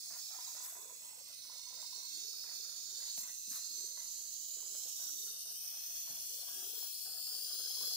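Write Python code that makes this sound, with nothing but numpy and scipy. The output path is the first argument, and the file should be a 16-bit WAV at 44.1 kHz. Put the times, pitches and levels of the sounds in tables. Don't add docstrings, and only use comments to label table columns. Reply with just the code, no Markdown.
import sys
import numpy as np
from scipy import signal
from scipy.fft import rfft, irfft, next_fast_len
from scipy.io import wavfile
from scipy.ndimage import map_coordinates

SR = 44100
rng = np.random.default_rng(int(sys.argv[2]) if len(sys.argv) > 2 else 0)


def materialize(psi):
    bounded = np.clip(np.atleast_2d(psi).T, -1, 1)
    quanta = np.round(bounded * 32767).astype(np.int16)
    wavfile.write(sys.argv[1], SR, quanta)


N = 351036
TIME = np.arange(N) / SR

# t/s, length/s, relative level/dB, lowest resonance at the start f/Hz
PUFFS = [(0.315, 0.07, -83, 410), (0.52, 0.062, -70, 490), (0.755, 0.19, -68, 396),
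         (1.175, 0.026, -70, 500), (1.488, 0.065, -73, 540), (1.701, 0.1, -70, 500),
         (1.95, 0.036, -72, 430), (2.111, 0.18, -70, 318), (2.444, 0.041, -72, 466),
         (2.559, 0.1, -71.5, 393), (2.883, 0.15, -71.5, 380), (3.703, 0.2, -70, 332),
         (4.168, 0.047, -76, 414), (4.564, 0.064, -68, 407), (4.688, .07, -70, 417), (4.86, 0.02, -73, 470),
         (5.06, 0.244, -70.5, 300), (5.452, .05, -75, 430), (6.3, 0.091, -68.5, 450),
         (6.53, .25, -65.5, 320), (7.05, 0.077, -69, 430), (7.319, 0.11, -69, 422), (7.53, 0.15, -67, 388),
         (7.774, 0.11, -63, 392)]
PUFF_RELEASE_S, PUFF_RISE_HZ_PER_S = 0.053, 600
# multiple of the lowest/1, relative level/dB
EXHAUST_MODES = [(1, 5), (1.95, -29), (3.6, -11)]


def gas_jet():
    return swept(jet_flow(), jet_gain, size=2048)


def jet_flow():
    # random knots/(1/s), depth/dB
    flutter = [(12, .4), (45, .38)]
    # t/s, length/s, boost/dB
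    spurts = [(.01, 0.033, 1), (0.625, 0.074, 6), (3.155, 0.059, 7.5), (3.492, 0.077, 6)]
    spits_per_s = 110
    spits = (rng.random(N) < spits_per_s / SR) * rng.uniform(-1.06, 1, N)
    flutter_db = sum(depth_db * wobble(per_s) for per_s, depth_db in flutter)
    flutter_db = flutter_db + 0.1 * np.array([wobble(250), wobble(220)])
    flow = (noise_pair(alike=.88) + 8.5 * spits) * amp(flutter_db)
    spurt_db = sum(db * envelope(s, length, attack_s=0.0052, release_s=0.018) for s, length, db in spurts)
    return flow + filtered(flow, jet_treble) * (amp(spurt_db) - 1)


def jet_treble(hz):
    return np.interp(hz, [7500, 9500], [0, 1])


def jet_gain(hz, t):
    # t/s, relative level/dB, pan L-R/dB
    hiss_levels = [(0, -50, -8.5), (.26, -50, -9.5), (.62, -50, -10), (.71, -55, -12.5),
                   (1.15, -55.5, -7.5), (1.6, -51.5, -9), (1.86, -50, -9), (2.25, -47, -7.5),
                   (2.85, -47.5, -9), (3.18, -44, -6), (3.3, -49.5, -8.5), (3.55, -45.5, -7.5),
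                   (4.3, -47.5, -8.5), (5.15, -46, -8.5), (5.45, -49, -2.5), (5.9, -47.5, -3.5),
                   (7.0, -47.5, -1.2), (7.919, -40.5, 1)]
    # t/s, relative level/dB, pan L-R/dB
    fizz_levels = [(0, -55.5, 14), (.55, -52.5, 7.5), (.95, -56.5, 7), (1.4, -56, 2.5), (1.9, -55, 5),
                   (2.3, -51, 3), (2.9, -52, 5.5), (3.7, -50.5, 3), (4.6, -49.5, -1), (5.1, -47, 5),
                   (6.15, -46.5, 5), (6.5, -48, 13), (7.05, -47.5, 13), (7.55, -48.5, 18.5),
                   (7.96, -49, 19.5)]
    # t/s, lag of the left/ms
    left_lag = [(0, 0.16), (2, 0.2), (4, 0.24), (5, 0.257), (7.96, 0.23)]
    left, right = jet_echoes(hz, t)
    no_bass = hz[:, None] ** 4 / (hz[:, None] ** 4 + 1300 ** 4)
    lagged_left = left * delay(hz, curves(left_lag, t)[0])
    colour = jet_level(hz, t) * no_bass * [lagged_left, right]
    fizz = jet_treble(hz)[:, None]
    hiss_part = at_level(colour * (1 - fizz), hiss_levels, 0.5, t)
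    return hiss_part + at_level(colour * fizz, fizz_levels, 3.5, t)


def jet_level(hz, t):
    # f/Hz, left/dB, right/dB
    colour = [(1020, -23, -16.5), (2220, -12, -11.5), (2600, -5, -4.5), (3240, -6.5, -2.5),
              (3920, -6, -5.5), (4350, 0, -6.5), (5370, -1.5, -2), (6440, -1.5, -0.5), (7170, -5.5, -0.5),
              (8370, -3, -7.5), (10300, -8, -15.5), (10800, -7.5, -23), (13500, -7.5, -17.5),
              (15300, -3, -14.5)]
    # t/s, edge f/Hz, gain below/dB, tilt/(dB/octave)
    edge = [(0, 3270, -1.5, 8), (1.15, 3180, 0, 0.5), (2.3, 3540, -11, -6), (3.4, 3640, -12.5, -1),
            (4.3, 3040, -7.5, 5), (5.2, 3350, -9.5, 0), (5.9, 2700, 2, 1.5), (6.9, 2510, -14.5, -0.5),
            (7.96, 2920, -13, -2)]
    # t/s, relative level/dB
    roar = [(0, 0), (.62, -1.5), (.67, -6.5), (1.2, -2), (1.55, 1.5), (3.19, 1), (3.24, -6), (3.6, 0.5),
            (4.2, 1.5)]
    roar_hz, roar_width_hz = 4700, 890
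    edge_hz, drop_db, tilt_db = curves(edge, t)
    octaves = np.log2(np.clip(hz, 3500, 7500) / 5500)[:, None]
    roar_db = curves(roar, t)[0] * np.exp(-((hz[:, None] - roar_hz) / roar_width_hz) ** 2)
    below_edge_db = drop_db / (1 + (hz[:, None] / edge_hz) ** 20)
    return amp(along(colour, hz)[..., None] + below_edge_db + tilt_db * octaves + roar_db)


def jet_echoes(hz, t):
    # pressure share/1, delay/ms at each of the four camera places
    echoes_left = [(0.21, 0.331, 0.263, 0.26, 0.18), (0.2, 0.226, 0.303, 0.308, 0.2515),
                   (0.06, 0.475, 0.475, 0.47, 0.283), (0.15, 0.868, 0.726, 0.807, 0.745),
                   (0.24, 0.762, 1.081, 0.99, 0.87)]
    echoes_right = [(0.24, 0.13, 0.27, 0.29, 0.419), (0.38, 0.25, 0.17, 0.15, 0.208),
                    (0.15, 0.411, 0.48, 0.29, 0.408), (0.14, 0.744, 0.914, 0.623, 0.575),
                    (0.22, 0.885, 1, 0.902, 0.8)]
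    # (t/s, f/Hz)
    bands_left = [(-19, 380, [(1.25, 7900), (1.95, 8100), (2.35, 9400), (4.4, 9300), (4.95, 8900)]),
                  (-25, 360, [(4.55, 6340), (5.15, 6740), (5.5, 7470), (6.1, 8460)]), (12, 92, [(5.2, 5700),
                  (6.2, 6630), (6.9, 7160)]), (-1, 200, [(5.4, 9850), (6.2, 11000)]),
                  (-11, 500, [(3.75, 8560), (4.3, 8200)]), (-10, 360, [(0, 13500), (1, 13500), (2.2, 13200),
                  (3, 13300)]), (-26, 410, [(3.2, 14400), (4.1, 14900)]), (-15, 340, [(0, 12200),
                  (.9, 11440)]), (4.5, 380, [(2.6, 12800), (4.4, 13500)]), (6, 650, [(5, 11600),
                  (5.6, 12600), (6, 14000)]), (-11, 200, [(5.45, 11100), (5.85, 11900), (6.4, 12600),
                  (6.9, 13000), (7.96, 12600)]), (-15, 400, [(6.6, 8140), (7.1, 10040), (7.6, 12300)]),
                  (-36, 530, [(7.05, 7060), (7.55, 7860), (7.96, 8500)]), (-23, 220, [(3.3, 3360),
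                  (5.4, 3600), (6.4, 3770), (6.85, 4720)]), (9.5, 200, [(0, 4340), (1.2, 4200)]),
                  (8, 180, [(0, 5700), (.8, 6160), (1.6, 5900)]), (-25, 140, [(1.9, 4730), (3.1, 4850)]),
                  (-14, 260, [(0, 6650), (1, 7600), (2.2, 7300), (3.2, 7400)]), (-10, 710, [(7, 3230),
                  (7.96, 3530)]), (5.5, 110, [(2.7, 5070), (4.6, 4980), (5.6, 5300)]),
                  (6.5, 200, [(.3, 12900), (.85, 12400)])]
    bands_right = [(-20, 195, [(2.2, 9450), (3, 9500), (3.7, 9440), (4.5, 9400)]), (-15, 460, [(1.8, 13400),
                   (4, 13400), (4.8, 12800)]), (-8.5, 260, [(2.3, 5630), (4.1, 5500), (4.55, 5240)]),
                   (-11, 200, [(2, 8050), (2.5, 7800), (3.9, 7860)]), (4.5, 600, [(2.1, 15100),
                   (4.5, 15000)]), (-10, 550, [(6.45, 10500), (7.96, 10300)]), (-16, 450, [(6.6, 15000),
                   (7.96, 14400)]), (-13.5, 90, [(2.4, 3290), (4.6, 3570)]), (-4, 370, [(5.45, 7500),
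                   (6.2, 7100)]), (-12, 130, [(0, 6140), (1.2, 6100)]), (-9, 200, [(0, 7200), (1.2, 6850),
                   (2.2, 6400), (3.9, 6700)]), (4.5, 380, [(0, 6600), (1.1, 6500)]),
                   (5.5, 170, [(1.8, 5150), (3.1, 5080)]), (11, 72, [(3.3, 3580), (5.8, 3720)]),
                   (-26, 350, [(7.3, 5740), (7.96, 6100)]), (-17, 160, [(6.7, 3700), (7.96, 3810)]),
                   (-17, 276, [(0, 2920), (1.5, 3070), (3, 2920)]), (9, 230, [(1.9, 4500), (2.6, 4400),
                   (3.9, 4300)]), (4.5, 510, [(3.4, 6100), (4.3, 6300), (4.95, 7030)]),
                   (2.5, 300, [(4.95, 5770), (5.25, 5630)]), (7.5, 500, [(5.1, 5700), (5.8, 5860),
                   (6.25, 6200)])]
    ears = []
    for echoes, bands in ((echoes_left, bands_left), (echoes_right, bands_right)):
        far = far_comb(hz, t, strength=1.5, drift_ms=.02, shortest_ms=1.2, longest_ms=6)
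        ears.append(near_comb(echoes, hz, t) * gliding_bands(bands, hz, t) * far)
    return ears


def near_comb(echoes, hz, t):
    # t/s, place/1 (0 front, 1 by the flywheel, 2 low by the base, 3 burner; held within 0..3)
    camera = [(0, 0.5), (1.1, -0.05), (2.4, 2.5), (4.3, 1), (5.6, 2.5), (6.6, 2.5), (7.96, 4)]
    place = curves(camera, t)[0]
    combs = []
    for share, *ms in echoes:
        path_ms = np.interp(place, range(len(ms)), ms)
        combs.append(abs(1 + share * delay(hz, path_ms)))
    return np.prod(combs, axis=0)


def far_comb(hz, t, strength, drift_ms, shortest_ms, longest_ms, count=8):
    approach_s, glide_per_s, sway_per_s = 4.4, .1, 2.6
    paths_ms = np.geomspace(shortest_ms, longest_ms, count) * rng.uniform(.9, 1.1, count)
    shrink = np.exp(-glide_per_s * np.maximum(t - approach_s, 0))
    shares = np.array([wobble(sway_per_s, t) for _ in paths_ms])
    shares = shares / np.linalg.norm(shares, axis=0)
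    ripple = 0
    for ms, share in zip(paths_ms, shares):
        ripple = ripple + share * delay(hz, ms * shrink + drift_ms * wobble(sway_per_s, t))
    return (1 + strength * ripple) / np.sqrt(1 + strength ** 2)


def linkage():
    # t/s, length/s, relative level/dB
    rubs = [(.1, 0.062, -64), (.31, 0.034, -63.5), (.38, 0.4, -67.5), (.78, 0.17, -71.5), (1.01, 0.18, -70),
            (1.26, 0.058, -75), (1.45, 0.12, -73), (1.64, .07, -74), (1.72, 0.12, -67.5),
            (1.94, 0.076, -72), (2.19, 0.016, -74), (2.31, 0.14, -77), (2.44, 0.088, -66.5),
            (2.62, 0.15, -71.5), (2.83, 0.12, -78.5), (2.98, 0.1, -71), (3.18, 0.099, -66),
            (3.53, 0.11, -73), (3.78, .15, -78.5), (3.96, 0.043, -65), (4.17, 0.066, -77),
            (4.57, 0.09, -70.5), (4.74, 0.13, -73.5), (4.98, 0.12, -67.5), (5.26, 0.088, -73),
            (5.45, 0.063, -72), (5.6, 0.46, -74), (6.07, 0.1, -67), (6.37, 0.061, -71), (6.47, 0.16, -65.5),
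            (6.62, 0.26, -70), (7.05, 0.15, -65.5), (7.26, 0.13, -65.5), (7.45, 0.32, -66.5),
            (7.78, 0.15, -61.5)]
    idle_db, pan_db, stick_slip_db = -81, -0.5, 2
    slips = grainy(per_s=130, share=0.46, alike=0.75)
    rattle = unit(swept(filtered(slips, frame), rattle_gain))
    load = np.hypot(amp(idle_db), strokes(rubs, attack_s=.005, release_s=.04))
    return rattle * load * amp(stick_slip_db * wobble(30)) * panned(pan_db)


def rattle_gain(hz, t):
    # t/s, upper edge f/Hz
    top = [(0, 3100), (3.6, 2900), (5, 1900), (7.96, 1870)]
    # (t/s, f/Hz)
    bands = [(-11, 100, [(6.7, 1010), (7.96, 970)]), (-2.5, 170, [(2.6, 694), (4, 714)]),
             (2, 43, [(2.7, 1050), (5.3, 1050)]), (6, 78, [(5.4, 1630), (7.5, 1620)]), (6, 140, [(3, 2010),
             (4.45, 2020)]), (-6, 140, [(5.2, 920), (6, 910)]), (-4.5, 160, [(1.3, 1610), (2.3, 1700)]),
             (-8, 220, [(.85, 1800), (1.15, 1600)]), (4, 200, [(4.9, 1400), (5.35, 1420)])]
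    shade = 1 / (1 + (hz[:, None] / curves(top, t)[0]) ** 7)
    far = [far_comb(hz, t, strength=2.26, drift_ms=0.596, shortest_ms=1.527, longest_ms=5.86)
           for _ in "LR"]
    return shade * gliding_bands(bands, hz, t) * np.array(far)


def frame(hz):
    # f/Hz, width/Hz, relative level/dB
    modes = [(589, 166, -0.5), (732, 177, 2.5), (992, 32, 4), (1123, 65, -2), (1443, 290, -1.5),
             (2044, 200, -3.5)]
    total = 0
    for k, (centre, width, db) in enumerate(modes):
        damping = 1j * hz * width
        total = total + (-1) ** k * amp(db) * damping / (centre * centre - hz * hz + damping)
    return total


def dry_pin():
    # t/s, length/s, relative level/dB
    squeals = [(.38, 0.027, -59.5), (.46, 0.046, -62.5), (.6, 0.061, -65.5), (.75, 0.06, -63),
               (.85, 0.06, -64.5), (1.05, 0.012, -68), (1.49, 0.0089, -64), (1.555, 0.047, -70.5),
               (1.66, 0.024, -68), (1.72, 0.015, -67), (1.82, .02, -64), (1.92, 0.12, -66.5)]
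    pin_hz, width_hz = 1000, 55
    song = unit(filtered(noise_pair(alike=0.29), lambda hz: 1 / (1 + ((hz - pin_hz) / width_hz) ** 2)))
    left_right_db = [[-3.5], [.5]]
    return song * strokes(squeals, attack_s=.003, release_s=.026) * amp(left_right_db)


def exhaust():
    idle_db, spatter_db = -88, -7
    drops = grainy(per_s=110, share=0.4, alike=0.64)
    gurgle = unit(swept(drops, exhaust_gain) * amp(3.0 * wobble(45)))
    steam = np.hypot(amp(idle_db), strokes(PUFFS, attack_s=0.0077, release_s=PUFF_RELEASE_S))
    return gurgle * steam * amp(spatter_db)


def exhaust_gain(hz, t):
    s, length, _, start_hz = np.transpose(PUFFS)
    puff = np.maximum(np.searchsorted(s, t) - 1, 0)
    centre = start_hz[puff] + PUFF_RISE_HZ_PER_S * np.clip(t - s[puff], 0, length[puff])
    return sum(amp(db) / (1 + ((hz[:, None] - multiple * centre) / 140) ** 2) ** 2
               for multiple, db in EXHAUST_MODES)


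def gulps(count=12):
    gulps_per_s, jitter_beats, swell_s = 29, .13, .004
    gulp_db, growth_db_per_s = 0.5, 22
    out, t = np.zeros((2, N)), np.arange(SR // 20) / SR
    shape = t / swell_s * np.exp(1 - t / swell_s)
    for s, length, db, start_hz in PUFFS:
        for beat, (late, loud, sharp, turn) in enumerate(rng.standard_normal((count, 4))):
            age = max(beat + jitter_beats * late, 0) / gulps_per_s
            steam_s = min(age, length)
            hz = (start_hz + PUFF_RISE_HZ_PER_S * steam_s) * (1 + 0.042 * sharp)
            fade = np.exp(-max(age - length, 0) / PUFF_RELEASE_S)
            size = amp(db + gulp_db + growth_db_per_s * steam_s + loud) * fade
            phase = 0.38 * turn * np.array([[1], [-1]])
            ring = sum(amp(mode_db - EXHAUST_MODES[0][1]) * np.sin(2 * np.pi * multiple * hz * t + phase)
                       for multiple, mode_db in EXHAUST_MODES)
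            add(out, s + age, size * shape * ring)
    return out


def chuffs():
    # t/s, length/s, level/dB
    blasts = [(.11, 0.058, -66), (.38, .04, -70), (.625, 0.1, -68.5), (2.44, 0.093, -70), (3, 0.027, -70),
              (3.18, .06, -75), (3.51, .06, -63.5)]
    # f/Hz, relative density/dB
    colour = [(400, -35), (1000, 0), (1500, 3.5), (2200, -1), (2900, -3), (3600, -13), (6000, -52)]
    spray = grainy(per_s=160, share=0.35, alike=0.49)
    spray = unit(filtered(spray, lambda hz: amp(along(colour, hz))))
    return spray * strokes(blasts, attack_s=0.0098, release_s=0.031)


def ticks():
    # t/s, relative level/dB, ring f/Hz, crack over the ring/dB
    knocks = [(.071, -58, 730, 12), (.105, -53, 970, 11), (.147, -54, 970, 8), (.16, -51, 970, 6),
              (.308, -55.5, 625, 16), (.388, -46, 980, 10), (.478, -52, 970, 1), (.55, -51, 625, 12),
              (.603, -52, 1000, 5), (.625, -58, 1100, 13), (.684, -51, 1070, 12), (.724, -49, 706, 13),
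              (.753, -50, 950, 6), (.82, -54, 1120, 6), (.855, -50, 560, 4), (.897, -50, 990, 5),
              (.907, -50, 650, 5), (1.056, -55, 970, 5), (1.13, -52.5, 900, 7), (1.212, -59, 700, 6),
              (1.451, -57, 1050, 13), (1.497, -54, 940, 3), (1.558, -54, 720, 5), (1.591, -55, 960, 3),
              (1.725, -59, 950, 4), (1.774, -51, 980, 14), (1.828, -50, 970, 9), (1.848, -53, 970, 12),
              (1.929, -51, 970, 0), (1.977, -56, 1020, 10), (2.338, -56, 1290, 6), (2.44, -53, 1370, 14),
              (2.492, -52, 1910, 15), (2.649, -59, 1400, 9), (3.003, -55, 1600, 10), (3.177, -46, 660, 20),
              (3.27, -58, 1250, 12), (3.512, -58, 1610, 10), (3.559, -50, 1150, 1), (3.574, -57, 1150, 8),
              (3.977, -53, 1100, 19), (4.569, -58, 592, 8), (4.626, -52, 970, 5), (4.751, -48, 556, 11),
              (4.857, -50, 503, 9), (4.996, -57, 620, 6), (5.277, -56, 1410, 5), (5.465, -62, 694, 7),
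              (5.77, -54, 820, 4), (6.075, -51, 1020, 12.5), (6.104, -55, 850, 12), (6.207, -57, 650, 6),
              (6.341, -56, 520, 5), (6.39, -51, 571, 7), (6.432, -46.5, 685, 3), (6.485, -48, 1120, 9),
              (6.55, -59, 1100, 11), (6.608, -57, 1450, 8), (6.668, -55, 1400, 6), (6.827, -48.5, 745, 5),
              (7.055, -55, 760, 13), (7.15, -58, 700, 11), (7.277, -56, 1290, 14), (7.346, -51, 760, 10),
              (7.412, -60, 650, 9), (7.6, -53, 597, 6), (7.704, -49, 770, 1), (7.772, -51, 1000, 10),
              (7.811, -46.5, 1000, 13), (7.836, -50, 1230, 10), (7.907, -58, 1150, 12)]
    ring_t60_s, crack_t60_s, scatter_t60_s = 0.038, 0.0046, .09
    trim_db = -7.5
    out, t = np.zeros((2, N)), np.arange(SR // 8) / SR
    for s, db, hz, crack_db in knocks:
        ring = np.sin(2 * np.pi * hz * t) * amp(-60 * t / ring_t60_s)
        crack = amp(crack_db) * rng.standard_normal((2, len(t))) * amp(-60 * t / crack_t60_s)
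        scatter = .55 * rng.standard_normal((2, len(t))) * amp(-60 * t / scatter_t60_s)
        add(out, s, amp(db + trim_db) * (ring + crack + scatter))

    def body(hz):
        return 1j * hz / (300 + 1j * hz) / (1 + 1j * hz / 2200 - (hz / 2200) ** 2)
    return filtered(out, body)


def bumps():
    # t/s, level at the start/dB, t60/s
    thumps = [(0.098, -74, 0.36), (3.18, -60, 0.087), (3.221, -71, 0.34), (3.478, -64, 0.16),
              (3.51, -65, 0.16), (6.099, -68, 0.42), (7.802, -74, 0.87)]
    colour = [(30, -22), (90, 0), (220, 12.0), (420, -3), (1500, -58)]  # f/Hz, relative density/dB
    out, t = np.zeros((2, N)), np.arange(SR // 4) / SR
    attack = 1 - np.exp(-t / 0.00077)
    for s, db, t60 in thumps:
        thud = unit(filtered(noise_pair(alike=0.83), lambda hz: amp(along(colour, hz))))
        add(out, s, amp(db - 60 * t / t60) * attack * thud[:, :len(t)])
    return out


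def workshop():
    # f/Hz, relative density/dB
    room = [(15, -32), (30, 1.5), (90, 3.5), (150, -1), (350, -0.5), (650, -3), (900, -35), (1600, -20),
            (2400, -13.5), (4000, -66)]
    # f/Hz, rms level about which it wavers/dB
    hum_tones = [(180, -92), (241, -94.5)]
    air = amp(-81) * unit(filtered(noise_pair(alike=0.68), lambda hz: amp(along(room, hz))))
    hum = 0
    for hz, db in hum_tones:
        tone = np.sqrt(2) * np.sin(2 * np.pi * hz * TIME + 1.6 * wobble(13))
        hum = hum + amp(db + 3.0 * wobble(6)) * tone
    return air + hum


def amp(db):
    return 10 ** (np.asarray(db) / 20)


def unit(x):
    return x / np.sqrt(np.mean(x ** 2) + 1e-20)


def along(points, hz):
    f, *cols = np.transpose(points)
    return np.array([np.interp(np.log(hz + 1), np.log(f + 1), c) for c in cols])


def curves(rows, t):
    s, *cols = np.transpose(rows)
    return np.array([np.interp(t, s, c) for c in cols])


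def wobble(rate, t=TIME):
    knots = rng.standard_normal(int(N * rate / SR) + 4)
    return map_coordinates(knots, [t * rate], mode="nearest")


def filtered(x, response):
    m = next_fast_len(N + SR // 2)
    return irfft(rfft(x, m) * response(np.fft.rfftfreq(m, 1 / SR)), m)[..., :N]


def swept(x, gain, size=1024):
    window = dict(fs=SR, nperseg=size, noverlap=size - size // 3)
    hz, t, z = signal.stft(x, **window)
    return signal.istft(z * gain(hz, t), **window)[1][..., :N]


def noise_pair(alike):
    share = np.clip(alike, 0, 1)
    return np.sqrt(share) * rng.standard_normal(N) + np.sqrt(1 - share) * rng.standard_normal((2, N))


def grainy(per_s, share, alike):
    share = np.clip(share, 0, 1)
    pulses = (rng.random(N) < per_s / SR) * rng.uniform(0.15, 1, N) * rng.choice([-1, 1], N)
    return np.sqrt(share) * unit(pulses) + np.sqrt(1 - share) * noise_pair(alike)


def delay(hz, ms):
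    phase = (2 * np.pi * np.outer(hz, ms / 1000)).astype(np.float32)
    return np.cos(phase) - 1j * np.sin(phase)


def gliding_bands(bands, hz, t):
    fade_s = 0.18
    total_db = np.zeros((len(hz), len(t)))
    for db, width_hz, path in bands:
        outside_s = np.maximum(np.maximum(path[0][0] - t, t - path[-1][0]), 0)
        centre = curves(path, t)[0]
        near = abs(hz - centre.mean()) < np.ptp(centre) + 3 * width_hz
        offset = (hz[near, None] - centre) / width_hz
        total_db[near] += db * np.exp(-offset ** 2 - (outside_s / fade_s) ** 2)
    return amp(total_db)


def envelope(s, length, attack_s, release_s, t=TIME):
    rise = 1 - np.exp(-np.clip((t - s) / attack_s, 0, 20))
    return rise * np.exp(-np.clip((t - s - length) / release_s, 0, 20))


def strokes(rows, attack_s, release_s, size=16):
    t = TIME[::size]
    events = [amp(db) * envelope(s, length, attack_s, release_s, t) for s, length, db, *_ in rows]
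    return np.interp(TIME, t, np.max(events, axis=0))


def panned(pan_db):
    return amp(np.vstack([pan_db, -pan_db]) / 2)


def at_level(band, rows, gain_db, t):
    level_db, pan_db = curves(rows, t)
    rms = np.sqrt(np.mean(abs(band) ** 2, axis=1, keepdims=True))
    return band / rms * (amp(level_db + gain_db) * panned(pan_db))[:, None]


def add(track, s, sound):
    part = track[..., max(round(s * SR), 0):][..., :sound.shape[-1]]
    part += sound[..., :part.shape[-1]]


def scene():
    engine = linkage() + dry_pin() + exhaust() + gulps() + chuffs() + ticks() + bumps()
    return gas_jet() + engine + workshop()


def record(dry):
    top_hz = 15620
    return filtered(dry, lambda hz: hz < top_hz)


dry = scene()
out = record(dry)
materialize(out)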